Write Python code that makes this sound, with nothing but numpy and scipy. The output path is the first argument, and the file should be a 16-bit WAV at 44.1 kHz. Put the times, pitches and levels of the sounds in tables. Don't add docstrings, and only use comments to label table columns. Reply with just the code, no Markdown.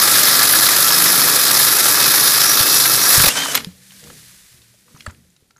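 import sys
import numpy as np
from scipy import signal
from scipy.fft import rfft, irfft
from scipy.io import wavfile
from scipy.ndimage import uniform_filter1d, minimum_filter1d

SR = 44100
rng = np.random.default_rng(int(sys.argv[2]) if len(sys.argv) > 2 else 0)


def level_to_linear(level):
    exponent = np.asarray(level, float) / 20
    return 10 ** exponent


def dump_mix(stems):
    frames = np.atleast_2d(stems).T
    limited = np.clip(frames, -1, 1)
    pcm = np.round(limited * 32767).astype(np.int16)
    wavfile.write(sys.argv[1], SR, pcm)


N = 246519
T = np.arange(N) / SR
MESHES_PER_TURN = 100
BREAK_S, STOP_S = 3.292, 3.545


def level(x, db=0):
    return x * level_to_linear(db) / np.sqrt(np.mean(x ** 2))


def curves(table):
    s, *columns = np.transpose(table)
    lasting = (T >= s[0] - .002) & (T <= s[-1] + .002)
    gate = uniform_filter1d(1. * lasting, size=120)
    return [np.interp(T, s, c) for c in columns] + [gate]


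def walk(rate_hz):
    k = int(SR / rate_hz)
    held = np.repeat(rng.standard_normal(N // k + 1), k)
    return 1.3 * uniform_filter1d(uniform_filter1d(held, k), k)[:N]


def band(x, lo_hz, hi_hz):
    sos = signal.butter(2, (lo_hz, min(hi_hz, SR / 2.2)), "bandpass", fs=SR, output="sos")
    return signal.sosfilt(sos, x)


def colour(x, spectrum, peaks=()):
    f = np.arange(4097) * SR / 8192 + 1
    hz, db = np.transpose(spectrum)
    db = np.interp(np.log(f), np.log(hz), db)
    for peak_hz, width_hz, peak_db in peaks:
        db = db + peak_db / (1 + (2 * (f - peak_hz) / width_hz) ** 2)
    cep = irfft(db * np.log(10) / 20)
    cep[1:4096] *= 2
    cep[4097:] = 0
    return signal.fftconvolve(x, irfft(np.exp(rfft(cep))))[:N]


def grains(rough_db):
    size_db = rough_db * np.minimum(rng.exponential(size=N), 4)
    return rng.standard_normal(N) * level_to_linear(size_db)


def flicker(x, share_db):
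    spec = rfft(x)
    octave = np.log2(np.arange(N // 2 + 1) * SR / N + 1)
    out = 0
    for c in np.arange(8.5, 14.6, .5):
        window = np.cos(np.pi * np.clip(octave - c, -.5, .5)) ** 2
        flutter_db = .45 * walk(12) + 1.3 * walk(70)
        out = out + irfft(spec * window, N) * level_to_linear(share_db(2 ** c) + flutter_db)
    return out


def add(out, s, sound):
    i = int(s * SR)
    out[i:i + len(sound)] += sound[:N - i]


def knock(events, t60_s):
    out, t = np.zeros(N), T[:SR // 5]
    for s, db, hz, crack_db in events:
        noise = rng.standard_normal(len(t))
        ring = 0.45 * np.sin(2 * np.pi * hz * t) + level(band(noise, 0.65 * hz, 1.45 * hz), -6)
        ring = ring * (1 - np.exp(-t * hz / 1.2))
        crack = level(band(noise, 830, 4300), crack_db) * level_to_linear(-30 * t / t60_s)
        envelope = level_to_linear(-60 * t / t60_s) * (1 - np.exp(-t / 0.0009))
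        add(out, s, level_to_linear(db - 0.5) * (ring + crack) * envelope)
    return out


# frequency in Hz, density in dB per Hz.
AIR = [(18, -40.5), (30, -13), (112, -1.5), (199, -5), (239, -9), (473, -13), (649, -20.5), (6720, -30),
       (14400, -33.5), (16000, -40)]


def room_air():
    return level(colour(rng.standard_normal(N), AIR), -65)


def basement(x, t60_s, wet_db):
    t = T[:SR // 2]
    tail = signal.lfilter([1], [1, -.4], rng.standard_normal(len(t)))
    tail = tail * level_to_linear(-60 * t / t60_s) * (t > .004)
    return x + level_to_linear(wet_db) * signal.fftconvolve(x, tail / np.sqrt(np.sum(tail ** 2)))[:N]


# frequency in Hz, density in dB per Hz.
CHIPS = [(180, -11), (300, -28), (470, -15.5), (828, -19.5), (1810, -6.5), (2740, -9.5), (3700, -7),
         (10900, -8), (15000, -15.5), (16000, -21.5)]
# time in seconds, level in dB.
RAIN = [
    (3.58, -50),
    (3.75, -53),
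    (3.94, -46),
    (4.1, -44.5),
    (4.4, -48),
    (4.85, -57.5),
    (5.03, -51),
    (5.19, -60.5),
    (5.59, -68.5),
]


def chip_rain():
    chips_db, gate = curves(RAIN)
    patter = grains(rough_db=2.8) * level_to_linear(.7 * walk(60))
    return gate * level_to_linear(chips_db + .4) * level(colour(patter, CHIPS))


# start in seconds, held seconds, mode in Hz, level in dB.
HUM = [(3.58, 0.04, 230, -43), (3.58, 0.066, 150, -41), (3.6, 0.063, 275, -45), (3.59, 0.046, 420, -48),
       (3.6, 0.069, 480, -50), (3.62, .1, 85, -53), (3.73, 0.26, 190, -50), (3.75, 0.19, 127, -55.5),
       (3.72, 0.14, 500, -64), (4.02, 0.069, 210, -50), (4.04, 0.11, 152, -46.5), (4.03, 0.065, 478, -53),
       (4.1, 0.036, 425, -58), (4.1, 0.11, 267, -60.5), (4.15, 0.14, 123, -52.5), (4.2, 0.22, 187, -56),
       (4.22, .25, 55, -64), (4.53, .18, 118, -52), (4.55, .08, 74, -60), (4.6, .25, 195, -65),
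       (4.87, .04, 190, -57), (4.92, 0.075, 232, -54), (4.94, .05, 150, -51), (4.95, 0.042, 280, -58),
       (4.88, 0.093, 490, -61.5), (5.1, 0.095, 230, -56), (5.14, 0.08, 76, -53), (5.12, 0.11, 130, -54.5),
       (5.2, 0.099, 178, -56)]


def pipe_hum():
    out = 0
    for s, held_s, hz, db in HUM:
        rise_db, fall_db = 500 * (T - s), 202 * (s + held_s - T)
        shape_db = np.minimum(0, np.minimum(rise_db, fall_db))
        tone = np.sin(2 * np.pi * hz * T + .6 * walk(25))
        out = out + level_to_linear(db + shape_db - 2 + 3 * walk(25)) * tone
    return curves(RAIN)[-1] * out


# peak in seconds, rumble in dB, share of the upper rumble in dB.
NUDGES = [(3.58, -43.5, -5), (3.8, -63, -25), (3.95, -58, -12), (4.05, -46.5, -6), (4.1, -48, -13),
          (4.33, -64, -14), (4.56, -57, -16), (4.88, -60, -8), (4.96, -55, -8), (5.071, -47.5, -15),
          (5.21, -63, -14), (5.44, -69, -8)]


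def scuffs():
    s, low_db, high_db = np.transpose(NUDGES)[:, :, None]
    shape_db = np.minimum(299 * (T - s), 112 * (s - T))
    out = 0
    for peak_db, lo_hz, hi_hz in ((low_db, 50, 280), (low_db + high_db, 280, 650)):
        rumble = level(band(grains(rough_db=6.5), lo_hz, hi_hz))
        out = out + level_to_linear(np.max(peak_db + shape_db, axis=0)) * rumble
    return curves(RAIN)[-1] * out


# start in seconds, peak in dB, mode in Hz, crack share in dB.
TAPS = [(3.906, -35, 3050, -10), (3.919, -39, 3950, 2), (4.037, -42.5, 3020, 6), (4.07, -39, 1100, -4),
        (4.101, -29, 509, -6), (4.102, -35, 1700, -9), (4.617, -42, 3610, -4), (4.739, -41, 593, -17),
        (4.88, -43, 1194, -14), (4.892, -48, 1250, -16), (4.908, -50, 1250, -8), (4.948, -41, 1250, -10),
        (4.962, -35.5, 1210, -17), (4.998, -42, 2770, -12), (5.021, -40, 2900, -7), (5.046, -43, 2100, -12),
        (5.064, -22, 1700, -12), (5.072, -34, 950, -9), (5.084, -34, 1180, -6), (5.091, -35, 1250, -8),
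        (5.12, -45, 1600, -8), (4.91, -48, 4500, -8), (4.975, -43, 1700, -8), (5.097, -33, 1390, -8),
        (5.103, -35, 1500, -12), (5.146, -48, 2490, -8), (5.363, -47, 3880, -2), (5.507, -49, 4490, 4),
        (5.563, -47, 1390, -7), (5.579, -49, 1450, -13)]
# start in seconds, peak in dB, mode in Hz, crack share in dB.
SNAPS = [
    (3.646, -14, 3570, -4),
    (3.646, -22, 2100, -7),
    (3.646, -20.5, 5200, -12),
    (5.006, -20, 2470, -15),
    (5.009, -26, 3180, -9),
]


def taps_and_snaps():
    return knock(TAPS, t60_s=0.034) + knock(SNAPS, t60_s=0.011)


# start in seconds, peak in dB, centre in Hz.
TICKS = [(3.5506, 12.5, 11100), (3.553, 10, 12300), (3.5564, 2, 12800), (3.5674, -23, 7370),
         (3.5774, -15, 9600), (3.6449, -21, 11200), (4.039, -28, 6780), (4.1004, -39, 6170),
         (4.9716, -32, 6170), (4.9984, -40, 6790), (5.0055, -31, 5790), (5.0114, -42, 6400),
         (5.0454, -42, 5990), (5.062, -20, 8040), (5.0654, -29, 6690), (5.0724, -33, 7930),
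         (5.0984, -41, 6850), (5.1088, -30, 6950), (5.1464, -46, 9600), (5.3024, -42.5, 7400),
         (5.364, -47, 6320), (5.506, -51, 9360), (5.5687, -40, 6660), (5.5814, -53, 6510)]


def tooth_ticks():
    out, t = np.zeros(N), T[:SR // 5]
    envelope = level_to_linear(-60 * t / 0.013) * (1 - np.exp(-t / 0.00039))
    for s, db, hz in TICKS:
        noise = rng.standard_normal(len(t))
        tick = level(band(noise, .9 * hz, 1.1 * hz), -2) + level(band(noise, 5000, 10900), -10.5)
        add(out, s, level_to_linear(db - 6) * tick * envelope)
    return out


# start in seconds, peak in dB, frequency in Hz.
JOLTS = [(2.606, -14, 116), (2.779, -26, 141), (3.168, -24.5, 69), (3.18, -7, 118), (3.2015, -7.5, 115.3),
         (3.217, -19.5, 80.4), (3.228, -21.5, 75.2), (3.2391, -8.5, 171), (3.263, -17, 70),
         (3.273, -14, 69), (4.543, -43, 118), (4.945, -33, 156), (5.425, -46, 116)]
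# start in seconds, peak in dB, frequency in Hz, decay to -60 dB in seconds.
THUDS = [(3.67, -22, 180, 0.11), (3.629, -45, 264, 0.18), (4.1, -33, 1300, 0.029), (4.1, -38, 900, 0.028),
         (5.065, -30.5, 600, 0.034), (5.064, -13.5, 1320, 0.013), (5.0661, -19, 1687, 0.022),
         (5.064, -26, 4500, .015), (5.006, -34, 3300, .03), (5.505, -55, 1350, 0.065),
         (5.562, -50, 1380, 0.07), (5.58, -55, 1300, 0.058), (5.581, -52, 6500, .04),
         (5.0775, -22, 87, 0.087), (5.0715, -34, -88, .03), (5.075, -38.5, 226, 0.14),
         (5.25, -58, 520, 0.053), (5.423, -53, 400, 0.034)]


def jolts_and_thuds():
    out, t = np.zeros(N), T[:SR // 5]
    for s, db, hz, t60_s in [(*jolt, 0.039) for jolt in JOLTS] + THUDS:
        envelope = level_to_linear(-60 * t / t60_s) * (1 - np.exp(-t / 0.00067))
        add(out, s, level_to_linear(db) * np.sin(2 * np.pi * hz * t) * envelope)
    return out


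# start in seconds, peak in dB, mode in Hz, crack share in dB.
BRAKE = [
    (3.546, -15, 4800, 8),
    (3.551, -2, 4050, 7),
    (3.553, -22.5, 5740, 1),
    (3.557, -12, 2070, -15),
    (3.575, -12.5, 4850, 5),
    (3.578, -12, 1230, -24),
    (3.603, -24.5, 1760, 1),
]


def brake_clatter():
    return knock(BRAKE, t60_s=0.026)


# time in seconds, level in dB.
SPIN = [
    (3.29, -16),
    (3.33, -22),
    (3.385, -16),
    (3.47, -21.5),
    (3.545, -21),
    (3.57, -18.5),
    (3.61, -34),
    (3.68, -49.5),
    (3.72, -52),
]
# frequency in Hz, density in dB per Hz.
WHIRR = [(35, -58), (60, -18), (274, -12), (354, -16), (437, -8), (1060, -8), (1580, -4.5), (2580, -8.5),
         (3120, -5), (4220, -8), (11800, -16), (14900, -25.5), (16000, -23.5)]
# multiple of the turn, level in dB.
SPIN_HUM = [(5, -21.5), (9, -16.5), (15, -20)]


def free_spin(turns, mesh_hz):
    spin_db, gate = curves(SPIN)
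    fast = np.clip((mesh_hz - 3040) / (3115 - 3040), 0, 1)
    treble_db = 4.5 - 4 * fast - 4.5 * (T > STOP_S + .03)
    rattle = level_to_linear(1.2 * np.cos(4 * np.pi * turns) + 1.1 * walk(90))
    whirr = colour(grains(rough_db=2.5) * rattle, WHIRR)
    whirr = flicker(whirr, lambda hz: treble_db * (hz > 5000))
    hum = sum(level_to_linear(db + 2 * walk(19)) * np.sin(2 * np.pi * round(k) * turns) for k, db in SPIN_HUM)
    low_spectrum = [(60, -22.0), (150, -7.5), (300, -7.5), (420, -25.5)]
    low = colour(rng.standard_normal(N), low_spectrum, [(275, 13, 5.8)])
    return gate * level_to_linear(spin_db - 2.15) * (level(whirr) + level(low, -15) + hum)


# time in seconds, mesh frequency in Hz.
MESH = [(0, 2520), (.6, 2540), (1.4, 2555), (1.75, 2540), (1.95, 2560), (2.25, 2510), (2.45, 2550),
        (2.55, 2560), (2.59, 2630), (2.73, 2645), (2.78, 2595), (2.95, 2610), (3.03, 2570), (3.15, 2625),
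        (3.285, 2550), (3.305, 2770), (3.32, 2830), (3.345, 3040), (3.37, 3085), (3.41, 3125), (3.44, 3105),
        (3.465, 3035), (3.52, 3020), (3.55, 2900)]


def saw_speed():
    mesh_hz = curves(MESH)[0]
    return mesh_hz, np.cumsum(mesh_hz) / SR / MESHES_PER_TURN


# multiple of the mesh, level in dB.
WHINE = [(.5, -10), (1, 0), (2, -11), (2.1, -11)]
# time in seconds, whine in dB.
GEAR_LOAD = [(0, -36), (1.4, -35), (1.7, -37), (1.8, -31), (1.9, -34), (2.05, -31.5), (2.2, -39),
             (2.4, -36), (2.45, -33), (2.55, -34), (2.6, -31), (2.95, -31), (3.05, -34), (3.295, -34),
             (3.312, -21), (3.325, -38), (3.358, -36), (3.372, -22), (3.435, -22.5), (3.455, -32),
             (3.515, -26), (3.535, -45)]


def gears(mesh_hz):
    whine_db, gate = curves(GEAR_LOAD)
    dragging = T < BREAK_S
    whine_db = whine_db + 1.5 * dragging * walk(15)
    jitter = np.where(dragging, .009, .003) * walk(70)
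    phase = 2 * np.pi * np.cumsum(mesh_hz * (1 + jitter)) / SR
    beat = 1 + 0.21 * np.cos(2 * phase / MESHES_PER_TURN)
    flutter_db = np.where(dragging, 2.5, 1.2)
    whine = sum(level_to_linear(db + flutter_db * walk(40)) * np.sin(k * phase) for k, db in WHINE)
    return gate * level_to_linear(whine_db) * beat * whine


# start in seconds, peak in dB, mode in Hz, crack share in dB.
BITES = [(0.904, -8.5, 1180, -3), (1.058, -13.5, 1650, 1.5), (3.199, -6, 1480, -0.5),
         (3.237, -2, 1650, -11.5), (3.239, -4, 623, -16), (3.258, -10.5, 2510, -7), (3.263, -3.5, 554, -14),
         (3.282, -5.5, 1910, 1), (3.356, -13, 1530, -20.5), (3.389, -37, 3150, -10.5),
         (3.458, -12, 1200, -6), (3.51, -20, 1010, -11)]
# start in seconds, peak in dB, mode in Hz.
CATCHES = [(0.0967, -18, 1720), (0.1828, -8, 1450), (0.416, -12, 1390), (0.4324, -4, 1360),
           (0.4958, -8.5, 1700), (0.5352, -6, 1710), (0.6871, -7.5, 1650), (1.2146, -7, 1270),
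           (1.27, -16, 1180), (1.3383, -13, 1220), (1.4657, -5.5, 1650), (1.508, -7, 1350),
           (1.6003, -7.5, 1680), (1.7027, -14.5, 1300), (1.7779, -9, 1440), (1.795, -11, 1340),
           (1.8562, -6, 1380), (1.8976, -12.5, 1850), (1.9754, -8, 1230), (2.0646, -10, 1360),
           (2.14, -6.5, 1620), (2.3436, -16, 1730), (2.3635, -9.5, 1410), (2.4234, -20.5, 1710),
           (2.4633, -10, 1640), (2.612, -13, 1600), (2.704, -11, 1340), (2.8539, -3.5, 1644),
           (3.043, -13, 1190), (3.1036, -9, 1750)]
# start in seconds, peak in dB, mode in Hz.
SCRAPES = [(0.0243, -5, 5500), (0.1176, -11.5, 4840), (0.315, -4.5, 5360), (0.4196, 0, 4100),
           (0.4539, -5.5, 3980), (0.6648, -0.5, 4100), (0.7662, -1, 5370), (0.8804, -4, 4480),
           (1.1942, -3.5, 5170), (1.2161, -1.5, 4370), (1.4656, -2.5, 4970), (2.0477, -5.5, 5140),
           (2.141, -6, 5270), (2.1809, -3.5, 4170), (2.497, -5, 5900), (2.739, -4.5, 5970),
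           (2.7788, -2, 5900), (2.7995, -4, 5740), (3.2605, -3, 4020)]


def tooth_knocks():
    crack_db = -6.5
    catches = [(s, db - 2.5, hz, crack_db) for s, db, hz in CATCHES]
    scrapes = [(s, db + 0.5, hz, crack_db) for s, db, hz in SCRAPES]
    return knock(catches, t60_s=0.038) + knock(scrapes, t60_s=.02) + knock(BITES, t60_s=0.038)


# centre in seconds, squeal gain in dB.
RUBS = [
    (0.25, -14),
    (1.68, 3.5),
    (2.3, 3),
    (2.495, 13.5),
    (2.55, 3.5),
    (2.75, 7),
    (2.95, -5.5),
    (3.03, 4.5),
    (3.2, -18.5),
]


def cup_squeal(depth_s):
    squeal_db = 3.5 * depth_s
    for s, db in RUBS:
        squeal_db = squeal_db + db * np.exp(-((T - s) / .022) ** 2 / 2)
    return level_to_linear(squeal_db) * level(band(grains(rough_db=2.0), 5620, 5880), -20.0)


# frequency in Hz, density in dB per Hz.
SHAKE = [(18, -49.5), (30, -18), (91, -11), (134, 3), (199, -5.5), (314, 5), (673, -3), (1000, 1.5),
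         (1300, -35.5), (2200, -120)]
# multiple of the turn, level in dB.
WOBBLE = [(3, -11.5), (4, -14), (5, -4), (6, -2.5), (7, -5.5), (8, -3), (9, 0), (10, -7.5), (11, -14),
          (12, -5), (13, -7.5), (15, -2), (17, -0.5)]
# multiple of the turn, centre in seconds, half length in seconds, gain in dB.
SWAYS = [(5, .35, .25, 4.5), (5, 4.1, 0.092, 22.5), (6, 1.2, 0.57, 6), (6, 2.95, 0.16, 3), (7, .2, 0.18, 8),
         (7, 1.1, .25, 9), (10, 3.5, 0.2, 10.5), (11, .65, .1, 5), (11, 4.4, .12, 3.5), (12, .1, .15, 5.5),
         (12, 0.58, .12, 7.5), (3, 0.59, .1, 6)]


def pipe_shake(angle, bite_db):
    wobble = 0
    for k, db in WOBBLE:
        sway_db = sum(gain_db * np.exp(-((T - s) / half_s) ** 4)
                      for m, s, half_s, gain_db in SWAYS if round(m) == round(k))
        tone = np.sin(round(k) * angle + .4 * walk(4) + k * k)
        wobble = wobble + level_to_linear(db + sway_db + 2 * walk(2.5)) * tone
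    rumble = colour(grains(rough_db=3) * level_to_linear(bite_db), SHAKE, [(125, 14, 5), (270, 14, 6)])
    return level(wobble, -5) + level(rumble, -.5)


# time in seconds, tearing in dB.
FEED = [
    (0, -12.5),
    (0.03, -11.5),
    (0.76, -12),
    (1.32, -13),
    (1.68, -12),
    (2.6, -12.5),
    (2.85, -13),
    (3.02, -13),
    (3.14, -10),
    (3.29, -8),
]
# frequency in Hz, density in dB per Hz.
TEAR = [(290, -43.5), (500, -7), (868, -9.5), (1340, -2), (1690, -2), (2130, -5), (2610, -6.5), (2810, -9),
        (3700, -1), (5090, -1.5), (8830, -5), (11000, 1.5), (14900, -4), (16000, -7.5)]
# frequency in Hz, width in Hz, gain in dB.
RING = [(1180, 100, 6.5), (1340, 62, 5.5), (1500, 80, -1.5), (1675, 110, 5), (1880, 77, 2), (2550, 150, -2),
        (3870, 260, 0.5), (4170, 230, 1.5), (4800, 150, 1), (5125, 600, 4.5), (10880, 460, 3),
        (12300, 250, 3), (14120, 130, -2), (12800, 300, -0.5)]


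def cutting(turns):
    tear_db = curves(FEED)[0]
    depth_s = T - BREAK_S / 2
    wall_db = -.6 * depth_s + .4 * walk(9.6)
    shake_db = -19 + walk(9.6)
    angle = 2 * np.pi * turns
    bite_db = 0
    for k, db, lag in ((1, 0.27, 0.36), (2, 0.96, 0.29), (3, 0.25, 0.74), (4, 0.85, 1.9)):
        bite_db = bite_db + db * np.cos(k * angle + lag)
    chatter = np.cos(2 * np.pi * 47 * (T - 3.284)) - .3
    bite_db = bite_db + 3.5 * (T > BREAK_S - .11) * chatter
    rasp_db = 1.3 * walk(250)
    tear = colour(grains(rough_db=2.5) * level_to_linear(bite_db + rasp_db), TEAR, RING)
    tear = level(flicker(tear, lambda hz: wall_db * (hz < 2500)), .8)
    shake = level_to_linear(shake_db) * pipe_shake(angle, bite_db)
    return (T < BREAK_S) * level_to_linear(tear_db) * (tear + cup_squeal(depth_s) + shake)


def scene():
    mesh_hz, turns = saw_speed()
    knocks = taps_and_snaps() + tooth_ticks() + jolts_and_thuds() + brake_clatter() + tooth_knocks()
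    drill = free_spin(turns, mesh_hz) + gears(mesh_hz) + cutting(turns) + knocks
    aftermath = chip_rain() + pipe_hum() + scuffs()
    return (basement(drill, t60_s=0.32, wet_db=-23.5) + aftermath + room_air())[None]


def low_pass(x):
    return signal.sosfilt(signal.butter(12, 15400, fs=SR, output="sos"), x)


def record(dry):
    dull = signal.sosfilt(signal.ellip(12, .2, 80, 15300, fs=SR, output="sos"), dry)
    gain = minimum_filter1d(np.minimum(1, .93 / (np.abs(dull) + 1e-9)), size=61)
    held = dull * uniform_filter1d(gain, size=61)
    return low_pass(held)


dry = scene()
out = record(dry)
dump_mix(out)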